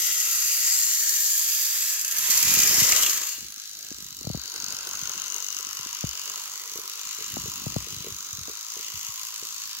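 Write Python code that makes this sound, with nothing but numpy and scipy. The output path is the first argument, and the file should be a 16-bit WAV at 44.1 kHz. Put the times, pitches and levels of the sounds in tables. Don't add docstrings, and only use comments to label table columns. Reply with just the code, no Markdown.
import sys
import numpy as np
from scipy import signal
from scipy.fft import rfft, irfft
from scipy.io import wavfile
from scipy.ndimage import uniform_filter1d

SR = 44100
rng = np.random.default_rng(int(sys.argv[2]) if len(sys.argv) > 2 else 0)


def transcribe(signal):
    frames = np.atleast_2d(signal).T
    limited = np.clip(frames, -1, 1)
    pcm = np.round(limited * 32767).astype(np.int16)
    wavfile.write(sys.argv[1], SR, pcm)


def nominal_scale(level):
    x = np.asarray(level, float) / 20
    return 10 ** x


N = 432180
TIME_S = np.arange(N) / SR
HZ = np.arange(N // 2 + 1) * SR / N + 1e-3
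LEFT_RIGHT = np.array([[.5], [-.5]])

# [t/s, loudness/dB, weight on the track/dB, bearing to the left/dB]
FAST_PASSAGE = [(0.0, -32, 2.5, 3.5), (1.26, -30.5, -2, 3.5), (1.9, -32, 0.5, 1), (2.06, -37, 4, 1.5),
                (2.33, -27, 5.5, 0.5), (2.98, -26.5, 8, 4), (3.12, -30, 4.5, 3.5), (3.2, -36.5, 10.5, 2.5),
                (3.32, -39.5, 4, 4), (3.44, -52.5, 8, 7), (3.6, -86, 13, 3)]
# [t/s, loudness/dB, weight on the track/dB, bearing to the left/dB, casing ping/dB]
SLOW_PASSAGE = [(3.3, -50, -1, -4, -41), (3.6, -47, -1.5, -2.5, -28.5), (4.16, -49, -2.5, -4, -22.5),
                (4.4, -48, 4.5, -1, -20.5), (4.7, -45, 7, -2.5, -14), (4.83, -44.5, 5.5, -1, -18.5),
                (5.05, -42, 2.5, 2, -13), (5.62, -43.5, 2, 2, -16.5), (6.3, -42.5, 2.5, 0, -22.5),
                (6.58, -44, 1.5, -1, -47), (7.34, -42.5, 0.5, -0.5, -24), (7.69, -43, 1, 1, -29),
                (8.2, -44.5, 0.5, 0, -21), (8.65, -45, 2, -1.5, -24.5), (8.8, -42, 0.5, -0.5, -40),
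                (9.8, -43, -2, 0.5, -42)]
# [level over loudness/dB, share of weight, left lean/dB, share of bearing]
FAST_RANGES = [
    (-20, 1.08, 5.5, 0.49),
    (-11.5, 0.65, 2, 0.29),
    (0.0, 0.13, 0.5, 0.98),
    (1.36, -0.086, -7.5, 0.98),
]
SLOW_RANGES = [
    (-11, 1.34, 2.5, 0.044),
    (-4.5, 0.27, 4, 0.77),
    (1, 0.15, 2, 0.063),
    (-0.5, 0.1, -3.5, 1.7),
]


def rms_one(x):
    return x / np.sqrt(np.mean(x ** 2) + 1e-20)


def in_time(rows):
    s, *columns = np.transpose(rows)
    return [np.interp(TIME_S, s, column) for column in columns]


def at_hz(points):
    points = np.array(points)
    return np.interp(np.log(HZ), np.log(points[:, 0]), points[:, 1])


def drift(rate):
    r = np.exp(-16 * np.pi * rate / SR)
    noise = rng.standard_normal(N // 8 + 4002)
    slow = signal.lfilter([1], [1, -2 * r, r * r], noise)[4000:]
    return np.interp(np.arange(N) / 8, np.arange(len(slow)), rms_one(slow))


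def bursts(times, sizes, fade_s, rise_s=0.0001):
    clicks = np.full(N, 1e-18)
    samples = np.clip((np.asarray(times) * SR).astype(int), 0, N - 1)
    np.add.at(clicks, samples, sizes)
    rise, fade = np.exp(-1 / (rise_s * SR)), np.exp(-1 / (fade_s * SR))
    return signal.lfilter([1 - rise], np.convolve([1, -rise], [1, -fade]), clicks)


def ring(x, hz, t60):
    r, w = nominal_scale(-60 / (t60 * SR)), 2 * np.pi * hz / SR
    return signal.lfilter([0, np.sin(w)], [1, -2 * r * np.cos(w), r * r], x)


def two_ports(envelope, gain, lag):
    # [f/Hz, likeness 0-1]
    likeness = [(300, .9), (1000, .85), (2500, .62), (5000, .42), (12000, .15)]
    shared, left, right = rfft(envelope * rng.standard_normal((3, N)))
    alike = np.clip(at_hz(likeness), 0, 1)
    late = np.exp(-2j * np.pi * HZ * lag / SR)
    common = np.sqrt(alike) * shared * np.array([late, late ** 0])
    own = np.sqrt(1 - alike) * np.array([left, right])
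    return irfft((common + own) * gain, N)


def ranges(curves, table):
    loud, weight, bearing = curves[:3]
    levels = [loud + db + share * weight for db, share, _, _ in table]
    leans = [lean_db + share * bearing for _, _, lean_db, share in table]
    return levels, leans


def train(curves, colour, shell, sides, contacts, lag, patchy_db):
    range_edges = [1800, 4000, 9000]
    levels, leans = curves
    modes_db = sum(db / (1 + (2 * (HZ - hz) / width) ** 2) for hz, width, db in shell)
    gain = nominal_scale(at_hz(colour) + modes_db)
    above = [1] + [1 / (1 + (edge / HZ) ** 8) for edge in range_edges] + [0]
    side_db = at_hz(sides)
    out = 0
    for k in range(4):
        part = gain * (above[k] - above[k + 1])
        tilt = side_db - np.sum(side_db * part ** 2) / np.sum(part ** 2)
        pair = two_ports(contacts[k], part * nominal_scale(LEFT_RIGHT * tilt), lag)
        pair = pair / np.sqrt(uniform_filter1d(contacts[k] ** 2, size=SR // 5))
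        level_db = levels[k] + LEFT_RIGHT * leans[k] + patchy_db * drift(15.3)
        out = out + pair / np.std(pair.mean(0)) * nominal_scale(level_db)
    return out


def fast_train():
    # [f/Hz, density/dB per Hz]
    fast_colour = [(60, -50), (290, -32), (500, -23.5), (901, -21.5), (1060, -15), (1530, -12.5),
                   (2010, -8), (2760, -6), (3530, -5), (6830, -3.5), (7560, 1), (8980, -15), (12900, -6.5),
                   (15500, -15.5)]
    # [f/Hz, width/Hz, level/dB]
    fast_shell = [(1166, 18, -18), (1950, 150, 4), (2580, 160, 1.5), (3020, 75, -4.5), (4650, 500, 1),
                  (6550, 1000, 6.5)]
    # [f/Hz, left minus right/dB]
    fast_sides = [(60, -14), (130, 16), (290, 8), (640, -2), (1410, 1.5), (3100, 11.5), (6820, 12.5),
                  (15000, 2.5)]
    # [t/s, peak level/dB]
    rattles = [(0.201, -17), (.946, -24), (1.034, -25), (1.092, -13), (1.944, -32), (1.994, -23),
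               (2.0128, -22), (2.0467, -18), (2.079, -10), (2.1111, -18), (2.1214, -14), (2.166, -23),
               (2.183, -15), (2.2702, -28), (2.3006, -18), (2.3056, -9), (2.375, -11), (2.4264, -9),
               (2.4478, -21), (2.4827, -21), (2.505, -18), (2.5381, -11), (2.55, -19), (2.5815, -19),
               (2.5889, -10), (2.6005, -8), (2.6174, -10), (2.632, -11), (2.6733, -10), (2.691, -20),
               (2.741, -24), (2.784, -21), (2.8, -10), (2.829, -14), (2.891, -20), (2.9207, -8.5),
               (2.962, -6), (3.023, -11), (3.032, -10), (3.0619, -11), (3.096, -11), (3.109, -21),
               (3.1312, -19), (3.1725, -11), (3.214, -24), (3.2345, -30), (3.2694, -20), (3.2904, -22)]
    throb = np.sin(2 * np.pi * 54.0 * TIME_S + 2.4 * drift(1.5))
    grit = nominal_scale(0.93 * drift(240) + 0.14 * drift(30) + 0.48 * throb)
    s, db = np.transpose(rattles)
    over = np.minimum(db - np.interp(s, *np.transpose(FAST_PASSAGE)[:2]), 15)
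    sharp = grit + bursts(s, nominal_scale(over - 9), 0.0036, rise_s=0.00048)
    dull = grit + bursts(s, nominal_scale(over - 16), 0.0054, rise_s=.0015)
    curves = ranges(in_time(FAST_PASSAGE), FAST_RANGES)
    return train(curves, fast_colour, fast_shell, fast_sides, [grit, dull, sharp, sharp], lag=2.82, patchy_db=.75)


def slow_train():
    # [f/Hz, density/dB per Hz]
    slow_colour = [(290, -37.5), (500, -26), (839, -21), (968, -8), (1270, -4.5), (1750, -14), (2840, -16),
                   (3430, -10), (4700, 4.5), (6550, 13.5), (9370, -7.5), (11500, -1), (15500, -2.5)]
    # [f/Hz, width/Hz, level/dB]
    slow_shell = [(1176, 150, -2.5), (1992, 32, 5.5), (2845, 600, 9), (6370, 100, -4.5)]
    # [f/Hz, left minus right/dB]
    slow_sides = [(60, 12), (130, 30), (290, 31), (640, 6), (1410, 4.5), (3100, 5), (6820, 4.5),
                  (15000, 11)]
    # [t/s, turns per s]
    motor_speed = [(3.19, 51.04), (3.75, 52.82), (3.95, 50.51), (4.12, 48.37), (4.78, 48.46), (5.63, 49.05),
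                   (5.92, 50.74), (6.16, 47.51), (6.31, 50.08), (6.9, 50.19), (7.14, 52.88), (7.74, 48.18),
                   (7.93, 50.48), (8.41, 47.84), (8.7, 55.74), (9.01, 54.12), (9.33, 54.92), (9.8, 52.73)]
    # [t/s, level over the others/dB]
    odd_ticks = [(4.5799, -3), (4.6015, 0.5), (4.643, 3.5), (4.664, 0), (4.684, 0), (4.973, -3),
                 (4.7241, 2.5), (4.788, 3.5), (4.8087, -1), (4.8716, 3.5), (4.9336, 2.5), (4.993, -1),
                 (5.0742, 1.5), (5.0953, 3), (5.136, -1), (5.157, -6), (5.24, -2), (5.3013, 2),
                 (5.3438, 2.5), (5.3634, 2), (5.3828, 0), (5.4033, -1), (5.567, 2), (5.5877, 2), (5.649, 3),
                 (5.6694, 1), (5.7303, 3), (6.0085, 4), (6.1115, 2), (5.9292, 4), (5.9487, 2.5),
                 (5.988, -2), (6.091, 4), (6.132, 3.5), (6.216, 3), (4.83, -4), (4.767, 3), (4.747, -1),
                 (5.035, -2.5), (5.178, 4), (5.199, 1), (5.219, 2), (5.504, -1), (3.445, 0), (6.175, 4),
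                 (6.195, 4), (6.2978, 3.5), (6.358, 4), (6.776, 4.5), (6.877, 5), (6.897, 4.5)]
    # [f/Hz, t60/s, level against the whir/dB]
    tooth_modes = [(4530, 0.0022, 12), (11900, 0.0021, 2.5), (14400, 0.002, 3), (6500, 0.0028, -2)]
    curves = in_time(SLOW_PASSAGE)
    first_tick_s = 3.1943
    turns = np.cumsum(in_time(motor_speed)[0] * (TIME_S > first_tick_s)) / SR
    chance = rng.standard_normal((int(turns[-1]) + 1, 3))
    at = np.interp(np.arange(len(chance)) + 1e-6, turns, TIME_S) - .0012 + 0.00014 * chance[:, 0]
    strength = nominal_scale(.6 * chance[:, 1])
    for s, db in odd_ticks:
        turn = np.argmin(np.abs(at - s))
        at[turn], strength[turn] = s, nominal_scale(db)

    whir = nominal_scale(0.8 * drift(200))
    tick_db = 12.5 - 0.38 * (curves[0] + 43)
    # level/dB, fade/s, rise/s of the tick in each range, low to high
    ticks = [(-8.5, 0.005, 0.002), (-10.0, 0.0017, .0006), (-2.0, 0.0015, 0.00025), (1.0, 0.001, .0002)]
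    contacts = [whir + nominal_scale(tick_db + db) * bursts(at, strength, fade, rise) for db, fade, rise in ticks]

    ping_db = np.interp(at, TIME_S, curves[3]) + 1.0 * chance[:, 2] - 12.5
    strikes = np.zeros(N)
    strikes[((at - .0004) * SR).astype(int)] = strength * nominal_scale(ping_db)
    ping = ring(ring(strikes, 6220, 0.0018), 6540, 0.0025)
    ports = np.array([np.roll(ping, 5) * nominal_scale(1.5), ping * nominal_scale(-37.0)])

    bare = (strikes != 0) * nominal_scale(curves[0]) * bursts(at - .0005, strength, 0.0061)
    small_part = signal.butter(4, 2800, "high", fs=SR, output="sos")
    bare = signal.sosfilt(small_part, bare + 1e-18)
    for hz, t60, db in tooth_modes:
        uneven = nominal_scale(1.3 * np.array([drift(60), drift(60)]))
        ports = ports + nominal_scale(db) * ring(bare * uneven, hz, t60)
    return ports + train(ranges(curves, SLOW_RANGES), slow_colour, slow_shell, slow_sides, contacts,
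                         lag=4.8, patchy_db=.8)


def clacks():
    # [t/s, peak level/dB, f/Hz]
    slaps = [(2.923, -25, 2110), (2.926, -22.5, 2720), (3.031, -27, 2890), (3.036, -29, 3350),
             (3.061, -27, 2780), (3.067, -28, 3320), (2.884, -26, 5270), (3.096, -29, 5300),
             (3.523, -40, 4560), (4.7, -34, 6900), (4.955, -35, 6030), (5.266, -34, 6060)]
    out = 0
    for s, db, hz in slaps:
        rough = bursts([s], 1, .006) * rng.standard_normal((2, N))
        out = out + nominal_scale(db - 13) * ring(rough, hz, .016)
    return out + 0.88 * out[::-1]


def knocks():
    # [t/s, peak level/dB]
    joint_drops = [(5.796, -51), (6.242, -56), (6.289, -49), (6.309, -47), (6.265, -52), (6.72, -47),
                   (6.758, -34.5), (6.788, -35.5), (7.188, -39.5), (7.474, -46), (7.211, -38), (7.241, -53),
                   (7.458, -33.5), (7.87, -37), (8.045, -35.5), (8.069, -29.5), (8.483, -38), (8.497, -36),
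                   (8.767, -37), (8.797, -40.5), (9.426, -38)]
    s, db = np.transpose(joint_drops)
    soft = bursts(s, nominal_scale(db - 30.5), 0.00015)
    box_modes = [(441, 11.0, 0.051), (380, -0.5, 0.16), (582, -9, 0.12)]   # f/Hz, level/dB, t60/s
    return sum(nominal_scale(level_db) * ring(soft, hz, t60) for hz, level_db, t60 in box_modes)


def flexing_case(t, hz, snap_db):
    cycles = hz * t
    past = cycles + 0.27
    pace = np.where(cycles > 0, 0.9, 1.2)
    fading = np.exp(-np.where(past < 0, (past / 0.21) ** 2, (past / 0.9) ** 1.5))
    swing = -np.cos(2 * np.pi * cycles * pace - .45) * fading

    early = cycles + 0.648 - hz * np.array([[.0004], [-.0004]])
    falling = 3.17 * early - 4.5 * early ** 2
    snap = -nominal_scale(snap_db + 1.5) * np.cos(2 * np.pi * falling) * np.exp(-((early - .05) / 0.18) ** 2)
    contact = np.exp(-((early + 0.11) / 0.074) ** 2)
    crack = nominal_scale(snap_db - 4) * np.sin(2 * np.pi * 5.6 * early) * contact

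    sagging = 62 * t + .5 * (1 - np.exp(-t / 0.024))
    tail_fade = np.exp(-t / 0.025) * np.clip(t / 0.027, 0, 1)
    tail = 0.3 * (140 / hz) ** 0.9 * np.sin(2 * np.pi * sagging) * tail_fade
    return swing + crack + snap + tail


def thumps():
    # [t of the trough/s, peak level/dB, f/Hz, snap/dB]
    blows = [(2.519, -30.5, 180, -23), (2.574, -29, 174, -16), (2.594, -30.5, 269, -12),
             (2.716, -38, 145, 7), (2.749, -36, 182, 2), (2.784, -33, 149, -17), (2.824, -25, 132, -5),
             (3.385, -43, 295, -19.5), (3.917, -31.5, 272, -17), (4.215, -35, 280, -17),
             (4.251, -37, 139, -3), (4.276, -23, 137, -3.5), (4.306, -23.5, 141, -4),
             (4.352, -22.5, 154, -6), (5.671, -41.5, 285, -14), (5.863, -37.5, 278, -19),
             (6.045, -20, 140, -6), (7.3713, -25.5, 250, 0), (7.389, -34, 156, -21), (7.671, -22, 135, -6),
             (7.769, -18.5, 138, -2), (8.483, -32, 308, -6)]
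    # [t/s, peak level/dB, f/Hz]
    nudges = [(2.18, -54, 110), (2.299, -39, 184), (2.476, -35, 130), (2.499, -39, 124), (2.932, -39, 96.4),
              (3.43, -45, 181), (3.575, -53, 253), (2.43, -44, 220), (3.175, -44, 280), (4.375, -33, 259),
              (4.458, -48, 420), (5.17, -44, 180), (7.066, -50, 200), (9.235, -58, 150), (4.636, -44, 237),
              (5.565, -44, 320), (7.62, -37, 250), (7.41, -44, 160), (7.64, -43, 180), (7.715, -42, 90),
              (7.8, -44, 109.4), (3.988, -43, 290), (4.007, -47, 272), (4.028, -45, 167), (4.059, -45, 165),
              (4.122, -46, 153), (4.687, -45, 168), (5.029, -37.5, 140), (5.799, -46, 144),
              (7.337, -36, 115), (7.445, -33, 120), (7.485, -33, 142), (7.829, -41, 125), (7.931, -39, 156),
              (7.95, -46, 97), (7.972, -36.5, 113), (8.008, -36, 145), (8.122, -36.5, 103),
              (8.336, -40, 98), (8.389, -37.5, 132), (8.414, -38, 91), (8.947, -41.5, 96), (8.969, -45, 86),
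              (9.094, -43.5, 106)]
    rebounds = [(s + 0.0297, db - 23, hz * 0.66) for s, db, hz, _ in blows if db > -26]
    soft = [(*row, -16) for row in list(nudges) + rebounds]
    t = np.arange(-600, 4400) / SR - np.array([[.0003], [-.0003]])
    out = np.zeros((2, N + 5000))
    for s, db, hz, snap_db in list(blows) + soft:
        lean_db = np.clip(0.2 * (db + 41), 0, 5) * LEFT_RIGHT
        start = round(s * SR) - 600
        out[:, start:start + 5000] += nominal_scale(db + lean_db) * flexing_case(t, hz, snap_db)
    return out[:, :N]


def rubbing():
    # [f/Hz, density/dB per Hz]
    rub_colour = [(15, -49), (25, -32), (43, -3.5), (129, -5.5), (204, -4.5), (309, -7.5), (420, -12),
                  (550, -27), (920, -37)]
    # [length/s, level/dB]
    grips = [(0.65, -67), (0.73, -74), (0.099, -60.5), (0.16, -47), (0.26, -50), (0.16, -62),
             (0.052, -59.5), (.12, -64), (0.074, -67), (0.23, -58.5), (0.11, -57.5), (0.25, -61.5),
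             (.32, -70), (.04, -74), (.08, -74), (.04, -72), (.17, -52), (0.16, -50.5), (0.21, -54),
             (0.1, -62), (.06, -63), (.03, -73), (0.1, -70), (.05, -70), (.04, -70)]
    grip_starts = [0.0, 1.0, 2.18, 2.46, 2.68, 3.02, 3.41, 3.77, 3.96, 4.19, 4.63, 4.93, 5.56, 6.41, 6.74,
                   7.06, 7.32, 7.6, 7.91, 8.33, 8.94, 9.23, 9.41, 9.59, 9.72]
    in_db_per_s, out_db_per_s = 162, 126
    grip = nominal_scale(-79.5)
    for s, (length, db) in zip(grip_starts, grips):
        before = in_db_per_s * np.maximum(s - TIME_S, 0)
        after = out_db_per_s * np.maximum(TIME_S - s - length, 0)
        grip = grip + nominal_scale(db - before - after)
    lumps = nominal_scale(2.6 * drift(30))
    return grip * rms_one(two_ports(lumps, nominal_scale(at_hz(rub_colour)), lag=19.0))


def track_hum():
    slow = in_time(SLOW_PASSAGE)
    fast_db = ranges(in_time(FAST_PASSAGE), FAST_RANGES)[0][0] - 6.5
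    slow_db = ranges(slow, SLOW_RANGES)[0][0] - 5.5 + 0.96 * slow[1]
    slow_db = slow_db - 4 * np.maximum(TIME_S - 7.7, 0)
    wheels = np.hypot(nominal_scale(fast_db), nominal_scale(slow_db))
    hum_colour = [(200, -40), (330, -1.0), (450, -3.0), (700, -7.5), (950, -11.0)]   # f/Hz, density/dB per Hz
    hum = two_ports(nominal_scale(5.5 * drift(31)), nominal_scale(at_hz(hum_colour)), lag=9.7)
    return wheels * rms_one(hum)


def turning(x, patchy_db):
    # [length/s, f/Hz, level/dB,
    # glide share per s]
    panels = [(0.86, 1420, 5, 0), (0.84, 1950, 5.5, -0.062), (1.25, 1724, 10.5, -0.033),
              (0.36, 2410, 8.5, -0.05), (0.21, 2080, 6, 0), (0.17, 1160, 4, 0), (0.71, 6800, 3, .03),
              (0.58, 4840, 4, 0.089), (0.76, 4640, 5, .04), (0.64, 7180, 5, 0.06), (0.4, 6070, 5.5, 0.03),
              (2.3, 5350, -0.5, 0.03), (0.7, 3440, -3, -.05), (1.25, 2370, -0.5, 0.013),
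              (0.2, 7450, 6.5, -0.022), (0.4, 7800, 2.5, 0), (0.46, 6750, 2.5, 0.026), (0.18, 3000, 6, 0),
              (1.2, 2760, 4, .03), (0.57, 1620, 10, -0.0037), (0.23, 1180, 7, 0), (1.26, 3960, 6, -0.0072),
              (0.46, 5420, 6.5, -.05), (0.45, 1010, -16, 0), (0.63, 2630, -4, 0), (0.53, 430, 8.5, -0.02),
              (1.1, 2900, 4.5, 0.017), (0.086, 2800, 18, 0), (0.9, 1500, 6, -.03), (0.52, 7140, 6, 0.0086),
              (.7, 7400, 2, 0), (0.74, 3950, 4.5, 0.01), (1.4, 1100, 2.5, -0.021), (0.84, 3800, 2, 0.021),
              (0.43, 6400, 2.5, -0.03), (0.7, 1960, 2.5, 0), (1, 1900, -1, 0), (0.53, 5500, 3, -.05),
              (.6, 4950, 3, -.03), (0.34, 4700, 5, 0)]
    panel_starts = [0.0, 0.0, .97, 2.36, 2.72, 2.86, .05, .3, 1.04, .8, .9, -.6, 2.3, -.2, .66, 1.75, 2.5,
                    2.96, -.3, 3.45, 3.1, 3.42, 2.38, 3.42, .85, 6.58, 5.2, 3.3, 4.42, 6.95, 8.85, 7.9, 8.6,
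                    6.8, 4.95, 7.05, 8.45, 5.5, 8.45, 3.56]
    # [length/s, f/Hz, level/dB, glide share per s]
    broad_sides = [(0.64, 4570, 7.5, 0.05), (.13, 4450, 7, 0), (0.46, 4600, 2.5, 0), (0.31, 2100, 1.5, 0),
                   (0.22, 3240, 4, 0), (0.35, 360, 0, 0), (0.24, 490, 5, 0), (0.24, 190, 3, 0),
                   (0.28, 560, 4.5, 0), (0.25, 460, 5.5, 0), (0.34, 450, -5, 0), (0.088, 600, 17, 0),
                   (0.48, 2900, -4, 0), (1, 2700, -3, 0), (0.26, 540, -3, 0), (.09, 510, 7, 0),
                   (.07, 400, -8, 0), (0.22, 200, -3, 0), (0.65, 1100, -6.5, 0), (0.45, 1020, -5, 0),
                   (0.5, 620, -6.5, 0.0068), (0.17, 230, -4, 0), (0.28, 350, -5.5, 0), (0.2, 6500, 3.5, 0),
                   (0.46, 3500, 0, 0), (.6, 2700, 2.5, 0), (0.47, 1740, 3, 0), (.22, 150, 7, 0)]
    side_starts = [4.15, 3.3, 2.4, 2.1, 0.0, 1.9, .35, 1.45, 2.8, 5.25, 9.05, 3.8, 8.3, 3.6, 3.5, 6.24,
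                   7.51, 6.82, 4.3, .1, 5.55, 8.56, 9.5, 6.62, .9, 9.2, 5.3, .78]
    hz, s, frames = signal.stft(x, SR, nperseg=512)
    patches = rng.standard_normal(frames.shape)
    for _ in range(2):
        patches = uniform_filter1d(patches, size=45, axis=2)
        patches = uniform_filter1d(patches, size=3, axis=1)
    gain_db = patchy_db * rms_one(patches)
    for rows, starts, wider in [(panels, panel_starts, 1), (broad_sides, side_starts, 2.4)]:
        for start, (length, panel_hz, db, glide) in zip(starts, rows):
            centre = panel_hz * (1 + glide * np.clip(s - start - length / 2, -length, length))
            width = (61 + 0.029 * centre) * wider
            inside_s = np.minimum(s - start, start + length - s)
            facing = np.clip(inside_s / .18 + .5, 0, 1)
            on = facing > 0
            peak = np.exp(-((hz[:, None] - centre[on]) / width[on]) ** 2)
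            gain_db[..., on] += db * facing[on] * peak
    return signal.istft(frames * nominal_scale(gain_db), SR, nperseg=512)[1][:, :N]


def scene():
    moving = fast_train() + slow_train() + rubbing() + track_hum()
    trains = turning(moving, patchy_db=1.87) + clacks()
    return trains + thumps() + knocks() * nominal_scale(np.array([[1.2], [-1.2]]))


def top_cut(x):
    return signal.sosfilt(signal.butter(12, 17040, fs=SR, output="sos"), x)


def record(dry):
    x = signal.sosfilt(signal.butter(4, 44, "high", fs=SR, output="sos"), dry)
    x = .8 * np.tanh(x / .8) * 1.03
    x = signal.sosfilt(signal.ellip(10, .1, 52, 15750, fs=SR, output="sos"), x)
    return top_cut(x)


dry = scene()
out = record(dry)
transcribe(out)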